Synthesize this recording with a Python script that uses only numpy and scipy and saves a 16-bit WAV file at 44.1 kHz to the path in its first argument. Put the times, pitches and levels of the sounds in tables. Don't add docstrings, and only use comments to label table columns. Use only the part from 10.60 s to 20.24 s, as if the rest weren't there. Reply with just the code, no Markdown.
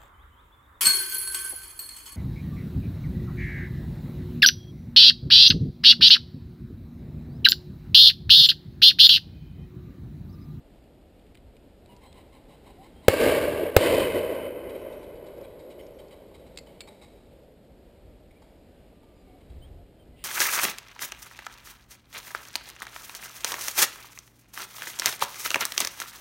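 import sys
import numpy as np
from scipy import signal
from scipy.fft import rfft, irfft, next_fast_len
from scipy.io import wavfile
from scipy.ndimage import uniform_filter1d

SR = 44100
rng = np.random.default_rng(int(sys.argv[2]) if len(sys.argv) > 2 else 0)


def digitize_waveform(pressure):
    field = np.atleast_2d(pressure).T
    bounded = np.clip(field, -1, 1)
    quanta = np.round(bounded * 32767).astype(np.int16)
    wavfile.write(sys.argv[1], SR, quanta)


def ratio(d):
    e = np.asarray(d, float) / 20
    return 10 ** e


N = 425124
TIME = np.arange(N) / SR


def rms_one(x):
    return x / np.sqrt(np.mean(x ** 2) + 1e-20)


def coloured(x, spectrum):
    hz, db = np.transpose(spectrum)
    size = next_fast_len(N)
    grid_hz = np.maximum(np.arange(size // 2 + 1) * SR / size, 1)
    gain_db = np.interp(np.log(grid_hz), np.log(hz), db, left=-90, right=-90)
    return rms_one(irfft(rfft(x, size) * ratio(gain_db), size)[:N])


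def drift(rate_hz):
    knots = rng.standard_normal(int(N / SR * 60) + 2)
    return np.interp(TIME * rate_hz, np.arange(len(knots)), knots)


def bumps(t, rows):
    return sum(db * np.exp(-.5 * ((t - s) / width_s) ** 2) for s, width_s, db in rows)


def resonate(x, hz, width_hz):
    r = np.exp(-np.pi * width_hz / SR)
    b = [(1 - r * r) / 2, 0, (r * r - 1) / 2]
    return signal.lfilter(b, [1, -2 * r * np.cos(2 * np.pi * hz / SR), r * r], x)


def decaying(t, hz, t60_s):
    return np.sin(2 * np.pi * hz * t) * ratio(-60 * t / t60_s)


def add(out, s, sound):
    i = round(s * SR)
    out[i:i + len(sound)] += sound[:N - i]


# shot_s, case_ring_hz, upper_ring_db, gain_clamp_ms
SHOTS = [
    (2.48268, 484, -15, 4.6),
    (3.16530, 474, -13, 4.0),
]
BLOW_DB, HEAD_START_TURNS = 3.6, .16


def blasts():
    out, t = np.zeros(N), TIME[:SR // 10]
    for (shot_s, ring_hz, upper_db, clamp_ms), thump_db in zip(SHOTS, (-13, -10)):
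        ring = -np.sin(2 * np.pi * (ring_hz * t + HEAD_START_TURNS)) * ratio(-60 * t / .09)
        ring *= ratio(-60 * np.maximum(t - clamp_ms / 1000, 0) / 0.017)
        upper = 2.2 * decaying(t, 790, 0.04) + 1.9 * decaying(t, 1300, 0.025) + decaying(t, 2120, 0.038)
        upper = ratio(upper_db) * upper
        spray = ratio(-12.5) * resonate(rng.standard_normal(len(t)), 2300, 2400) * ratio(-60 * t / 0.088)
        clamp_db = -17 / (1 + np.exp(np.clip((clamp_ms - 1000 * t) / 0.3, -50, 50)))
        after = ratio(-6.5) * (upper + spray) * (1000 * t > clamp_ms)
        add(out, shot_s, ratio(BLOW_DB + clamp_db) * (ring + upper + spray) + after)
        add(out, shot_s + .002, ratio(thump_db) * decaying(t, 98, .065))
    return out


def roll_db(t, layer, crest_s, loss_db_per_s):
    crest_db, rise_db, near_db_per_s, far_db, far_db_per_s = layer
    late_s = np.maximum(t - crest_s, 0)
    near_power = ratio(-(near_db_per_s + loss_db_per_s) * late_s) ** 2
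    far_power = ratio(far_db - far_db_per_s * late_s) ** 2
    rising_db = rise_db * np.clip(1 - t / crest_s, 0, 1)
    return crest_db - rising_db + 10 * np.log10(near_power + far_power)


# hz, level_db_per_hz
BOOM = [(120, -45.5), (200, -17.5), (260, -8.5), (391, -2), (489, 0.5), (581, 1), (646, -3.5), (760, -23.5),
        (990, -45.5), (1670, -120)]
SIZZLE = [(1940, -34), (3300, -6.5), (3560, -3.5), (3860, -2.5), (4200, -4.5), (4630, -5), (5440, -9.5),
          (5950, -10), (7740, -53), (13100, -120)]
RUMBLE = [(21, -48), (35, -8), (91, 3), (126, -3), (162, -3.5), (200, -11.5), (260, -40.5), (440, -120)]
# mode_hz, width_hz, level_db
CRACK = [
    [(835, 150, -5.5), (1151, 110, -1.5), (1590, 110, 0.5), (2240, 220, -2), (2650, 240, -2.5),
     (3050, 770, -5.5)],
    [(820, 87, -5.5), (1027, 140, -1.5), (1525, 100, -3), (2040, 230, -2), (2566, 150, -2.5), (2975, 84, 1),
     (3150, 130, -8)],
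]
# crest_s, level_db, treble_loss_db_per_s
SWELLS = [
    (.2, -1.7, 7.5),
    (0.12, -1.3, 5.5),
]
# crest_db, rise_db, near_fall_db_per_s, far_wood_db (re crest), far_fall_db_per_s
LAYERS = [
    (-21, 5.5, 21.5, -12.5, 7),
    (-24.5, 7, 31, -15, 12),
    (-35.5, 3, 42, -34.5, 4),
    (-35.5, 14, 32.5, -16, 6.5),
]
# after_shot_s, half_width_s, lift_db
STANDS = [
    (0.048, 0.01, 3),
    (.18, 0.041, 4.5),
    (.24, 0.011, 1.5),
    (0.401, 0.013, 4),
    (.55, .035, 2),
    (1.98, 0.13, 3),
]
STAND_SHARES = (1.0, 0.13, 0.27, 0.43)
DULLING_DB_PER_S = 4.5


def echo():
    sizes = ratio(1.8 * np.minimum(rng.exponential(1, N), 5)) * rng.choice([-1, 1], N)
    returns = sizes * (rng.random(N) < 4000 / SR) * ratio(0.69 * drift(35) + 1.1 * drift(16))
    boom, sizzle, rumble = coloured(returns, BOOM), coloured(returns, SIZZLE), coloured(returns, RUMBLE)
    out, ends_s = np.zeros(N), [SHOTS[1][0], N / SR]
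    for (crest_s, level_db, loss), modes, (shot_s, *_), end_s in zip(SWELLS, CRACK, SHOTS, ends_s):
        t = TIME - shot_s
        lift_db = bumps(t, STANDS)
        crack = np.zeros(N)
        for k, (hz, width_hz, db) in enumerate(modes):
            dulling_db = DULLING_DB_PER_S * np.log2(hz / 1600) * np.clip(t, 0, 2.5)
            crack += ratio(db - dulling_db) * resonate(returns, hz, width_hz) * (-1) ** k
        sounds = (boom, rms_one(crack), sizzle, rumble)
        rolling = np.zeros(N)
        for sound, layer, share, is_high in zip(sounds, LAYERS, STAND_SHARES, (0, 1, 1, 0)):
            layer_db = level_db + roll_db(t, layer, crest_s, loss * is_high) + share * lift_db
            rolling += ratio(layer_db) * sound
        arrived = np.clip((t - .004) / .012, 0, 1) * (TIME < end_s)
        out += arrived * rolling
    return out


# start_s, peak_db, ring_db, rattle_centre_hz
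CLACKS = [(0.2399, -59, -36, 3150), (0.5945, -56, -40, 2600), (0.6659, -53, -40, 2040),
          (0.7468, -49, -40, 3100), (0.7524, -45, -40, 2130), (0.7731, -48, -40, 2800),
          (0.9667, -49, -40, 2520), (1.26, -51.5, -40, 3760), (1.5274, -48, -40, 3640),
          (5.9599, -48, -31, 3810), (1.3648, -47, -40, 5100), (4.7794, -52, -35, 5100),
          (4.813, -51, -36, 5100), (5.2664, -45, -40, 5100), (5.4824, -52, -40, 5100),
          (5.974, -27.5, -24, 4060), (5.9864, -29, -14, 4300), (6.2063, -28, -12, 3640),
          (6.2112, -38, 0, 2050), (6.2154, -39, -9, 4200), (6.237, -49, -30, 2210), (6.063, -56, -30, 4800)]
# mode_hz, level_db, t60_s
ACTION = [(1350, -23, 0.087), (2140, -2, 0.099), (2540, 8, 0.015), (3480, -1, 0.022), (4300, 2, 0.0065),
          (4750, -2, 0.049)]
STEEL_HZ, STEEL_T60_S = 4330, .2


def gun():
    out, t = np.zeros(N), TIME[:SR // 4]
    rattles = rng.standard_normal((len(CLACKS), len(t))) * ratio(-60 * t / 0.022)
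    lucks = rng.standard_normal((len(CLACKS), len(ACTION)))
    for (start_s, peak_db, ring_db, colour_hz), luck, rattle in zip(CLACKS, lucks, rattles):
        hit = 10.7 * resonate(resonate(rattle, colour_hz, 2300), colour_hz, 2300)
        for (hz, mode_db, t60_s), z in zip(ACTION, luck):
            struck_db = mode_db + 1.1 * z - 3.9 * abs(np.log2(hz / colour_hz))
            hit = hit + ratio(struck_db) * decaying(t, hz * (1 + 0.044 * z), t60_s)
        steel = ratio(ring_db) * decaying(t, STEEL_HZ, STEEL_T60_S)
        add(out, start_s, ratio(peak_db - 15.5) * (hit + steel))
    return out


# start_s, peak_db
CACKLE = [
    (1.272, -59.5),
    (1.402, -52.5),
    (1.54, -52),
    (1.713, -55),
    (1.877, -54),
    (2.04, -53.5),
    (2.201, -53.5),
    (2.417, -52),
]
# formant_hz, width_hz, level_db
THROAT = [(834, 84, 5), (1050, 220, -4.5), (2100, 580, -8.5), (3000, 300, -8), (3800, 150, -5.5),
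          (4100, 200, -8), (4630, 1500, -17.5)]
CACKLE_HZ, CACKLE_S = 1033, 0.084


def pheasant():
    source, t = np.zeros(N), TIME[:SR // 4]
    noises = rng.standard_normal((len(CACKLE), 3, len(t)))
    arc = np.sin(np.pi * np.clip(t / CACKLE_S, 0, 1)) ** 0.63
    tail = .5 * (t > CACKLE_S / 2) * ratio(-60 * t / .6)
    for (start_s, peak_db), (waver_noise, breath, flutter_noise) in zip(CACKLE, noises):
        waver = rms_one(uniform_filter1d(waver_noise, size=200))
        flutter = rms_one(uniform_filter1d(flutter_noise, size=350))
        phase = np.cumsum(CACKLE_HZ * (.98 + .04 * arc + .05 * waver)) / SR
        pulses = (np.diff(np.floor(phase), prepend=0) > 0) * 11 * ratio(4 * flutter)
        smear = 2.2 * breath * (arc + tail)
        add(source, start_s, ratio(peak_db + 1) * (pulses * arc + smear))
    return sum(ratio(db) * resonate(source, hz, width_hz) * (-1) ** k
               for k, (hz, width_hz, db) in enumerate(THROAT))


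# start_s, peak_db, loudest_ring_hz, length_s
CLUCKS = [(4.089, -46.5, 3050, 0.021), (4.144, -51, 3100, 0.023), (4.321, -51, 3780, 0.022),
          (4.424, -51, 3300, 0.02), (4.55, -57, 3800, 0.024), (4.658, -50, 3260, 0.017),
          (4.83, -51.5, 3260, 0.029), (4.989, -52.5, 4000, 0.02), (5.098, -51, 2930, 0.031),
          (5.187, -52.5, 3000, 0.025), (5.386, -52, 3100, 0.021), (5.506, -52.5, 3040, 0.039),
          (5.74, -52.5, 3800, 0.026), (5.862, -54, 4000, 0.017), (6.0666, -51, 3000, 0.0089),
          (6.2706, -48, 3830, 0.02), (6.413, -49.5, 3850, 0.037), (7.705, -60.5, 2940, 0.013),
          (7.817, -56, 3200, 0.011), (8.428, -61, 3090, 0.016), (8.803, -61, 3000, 0.014),
          (8.897, -56, 3250, 0.0065)]
# mode_hz, width_hz, level_db
CLUCK_MODES = [(855, 146, 7), (1076, 85, -1), (2190, 340, 1.5), (3050, 270, -3.5), (3880, 140, 0.5),
               (4630, 460, -5.5), (5100, 540, -12.5)]


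def clucks():
    out, t = np.zeros(N), TIME[:SR // 3]
    noises = rng.standard_normal((len(CLUCKS), len(t)))
    lucks = rng.standard_normal((len(CLUCKS), len(CLUCK_MODES)))
    for (start_s, peak_db, ring_hz, length_s), noise, luck in zip(CLUCKS, noises, lucks):
        burst = noise * ((t < length_s) * np.minimum(t / 0.0047, 1) + ratio(-3.5 - 60 * t / 1.05))
        body = np.zeros(len(t))
        for (hz, width_hz, mode_db), z in zip(CLUCK_MODES, luck):
            body += ratio(mode_db + 2 * z) * resonate(resonate(burst, hz, 3 * width_hz), hz, width_hz)
        ring = 0.95 * resonate(resonate(burst, ring_hz, 440), ring_hz, 120)
        add(out, start_s, ratio(peak_db + 3.0) * (body + ring))
    return out


# start_s, length_s, start_hz, end_hz, level_db
NOTES = [(1.28, 0.12, 950, 970, -59), (1.287, 0.058, 2970, 2770, -63), (1.35, 0.29, 3200, 3290, -70),
         (1.45, 0.078, 4100, 4060, -67), (2.085, 0.046, 748, 860, -56), (2.174, 0.064, 700, 800, -49.5),
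         (2.34, 0.085, 3150, 3240, -65.5), (4.11, 0.42, 5480, 5780, -70), (5.2, .07, 5400, 5500, -71),
         (5.334, .12, 5630, 5500, -69), (7.755, 0.027, 2250, 2410, -63), (8.13, 0.11, 1527, 1530, -74.5),
         (8.3, .5, 1200, 1178, -73), (8.56, 0.11, 2420, 2300, -76), (8.56, 0.071, 4930, 4780, -69.5),
         (8.64, 0.14, 2180, 2220, -74), (8.66, 0.19, 759, 668, -61), (9.014, 0.058, 2970, 3400, -60.5),
         (9.16, 0.081, 704, 698, -58), (9.39, 0.05, 3150, 3050, -63.5), (9.52, .16, 2020, 2040, -70)]


def birds():
    out, tremble, waver_hz = np.zeros(N), ratio(3.5 * drift(60)), 20 * drift(60)
    for start_s, length_s, start_hz, end_hz, level_db in NOTES:
        first = int(start_s * SR)
        along = np.arange(min(int(length_s * SR), N - first - 1)) / (length_s * SR)
        pitch_hz = start_hz + (end_hz - start_hz) * along + waver_hz[first:][:len(along)]
        tone = np.sin(2 * np.pi * np.cumsum(pitch_hz) / SR)
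        add(out, start_s, ratio(level_db) * np.sin(np.pi * along) ** .5 * tone)
    return out * tremble


# hz, level_db_per_hz
WOOD = [(15, -30), (25, -9.5), (52, -2.5), (108, -11.5), (270, -9), (356, -11), (390, -11.5), (617, -14),
        (1140, -31.5), (1280, -30.5), (1770, -32), (2990, -32), (5070, -37.5), (5950, -39), (7740, -76),
        (13100, -120)]
# time_s, level_db
BREEZE = [
    (0, -70.5),
    (1.2, -70),
    (2.4, -67.5),
    (4.6, -70),
    (5.8, -69),
    (7.0, -70),
    (9.64, -70),
]
# centre_s, lift_db, half_width_s
GUSTS = [(.14, 2, 0.088), (.45, 1, .1), (.84, 10, .06), (1.25, 1.5, 0.083), (2.3, 2, 0.17), (4.57, 9, .04),
         (5.3, 5.5, 0.22), (6.502, -8, 0.73), (7.5, 11.5, 0.25), (8.95, 16, 0.086), (9.15, 14, 0.096),
         (9.552, 8.5, .1)]
# start_s, centre_hz, width_hz, level_db
RUSTLE = (9.55, 2850, 500, -61)
WIND_DB, WIND_FOLLOWS = -56.5, .8


def air():
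    leaves_db = np.interp(TIME, *np.transpose(BREEZE))
    gusts_db = bumps(TIME, [(s, width_s, db) for s, db, width_s in GUSTS])
    wind_db = WIND_DB + WIND_FOLLOWS * (leaves_db - leaves_db.mean()) + gusts_db
    duck_db = sum(-np.clip(25 - 30 * (TIME - s), 0, 40) * (TIME > s) for s, *_ in SHOTS)
    leaves = coloured(rng.standard_normal(N), WOOD) * ratio(leaves_db + 15.5 + 1.0 * drift(7.5))
    wind = coloured(rng.standard_normal(N), [(18, -12.5), (35, -8), (70, -4.5), (120, -14), (260, -33.5)])
    wind = wind * ratio(wind_db - 5.5 + 2.0 * drift(1.9))
    start_s, hz, width_hz, db = RUSTLE
    rustle = rms_one(resonate(rng.standard_normal(N), hz, width_hz))
    rustle = rustle * np.clip((TIME - start_s) / .04, 0, 1) * ratio(db)
    return ratio(duck_db) * (leaves + wind) + rustle


TREES_T60_S = 0.85


def among_trees(x, wet_db):
    t = TIME[:SR // 2]
    haze = rng.standard_normal(len(t)) * ratio(-60 * t / TREES_T60_S) * np.minimum(t / 0.024, 1)
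    return x + ratio(wet_db) * signal.fftconvolve(x, haze / np.sqrt(np.sum(haze ** 2)))[:N]


# hz, level_db_per_hz
SELF_NOISE = [(18, -44.5), (30, -7.5), (201, -2), (473, -14.5), (644, -14.5), (2620, -16), (4970, -12.5),
              (6020, -30.5), (6780, -13.5), (8800, -25.5), (11400, -59), (19400, -120)]


def scene():
    far = among_trees(pheasant(), wet_db=-7.5) + among_trees(birds() + clucks() + gun(), wet_db=-21.0)
    mono = blasts() + echo() + air() + far
    bass = resonate(resonate(np.roll(mono, 90), 120, 250), 120, 250)
    apart = ratio(-79.5) * coloured(rng.standard_normal(N), SELF_NOISE) + ratio(-38.5) * bass
    return np.array([mono + apart, mono - apart])


def low_pass(x, hz):
    return signal.sosfiltfilt(signal.cheby2(12, 30, hz, fs=SR, output="sos"), x)


def top_cut(x):
    return signal.sosfilt(signal.butter(12, 16650, fs=SR, output="sos"), x)


def record(dry):
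    input_cut_hz, top_hz, fizz_hz, output_cut_hz = 5900, 15600, 15000, 16700
    rolled = signal.sosfiltfilt(signal.butter(5, input_cut_hz, fs=SR, output="sos"), dry)
    held = np.repeat(signal.resample_poly(rolled, 40, 147, axis=1), 4, axis=1)
    held = signal.resample_poly(held, 147, 160, axis=1)[:, :N]
    held = low_pass(np.pad(held, ((0, 0), (0, N - held.shape[1]))), top_hz)
    wander = np.cumsum(.35 * rng.standard_normal(N)) + .45 * rng.standard_normal((2, N))
    fizz = .5 + .5 * np.sin(2 * np.pi * fizz_hz * TIME + wander)
    overload = np.clip((-held - .85) / .35, 0, 1.1)
    stored = low_pass(np.clip(held, -1, 1) + overload * fizz, output_cut_hz)
    finished = np.clip(stored, -1, 1)
    return top_cut(finished)


dry = scene()
out = record(dry)
digitize_waveform(out)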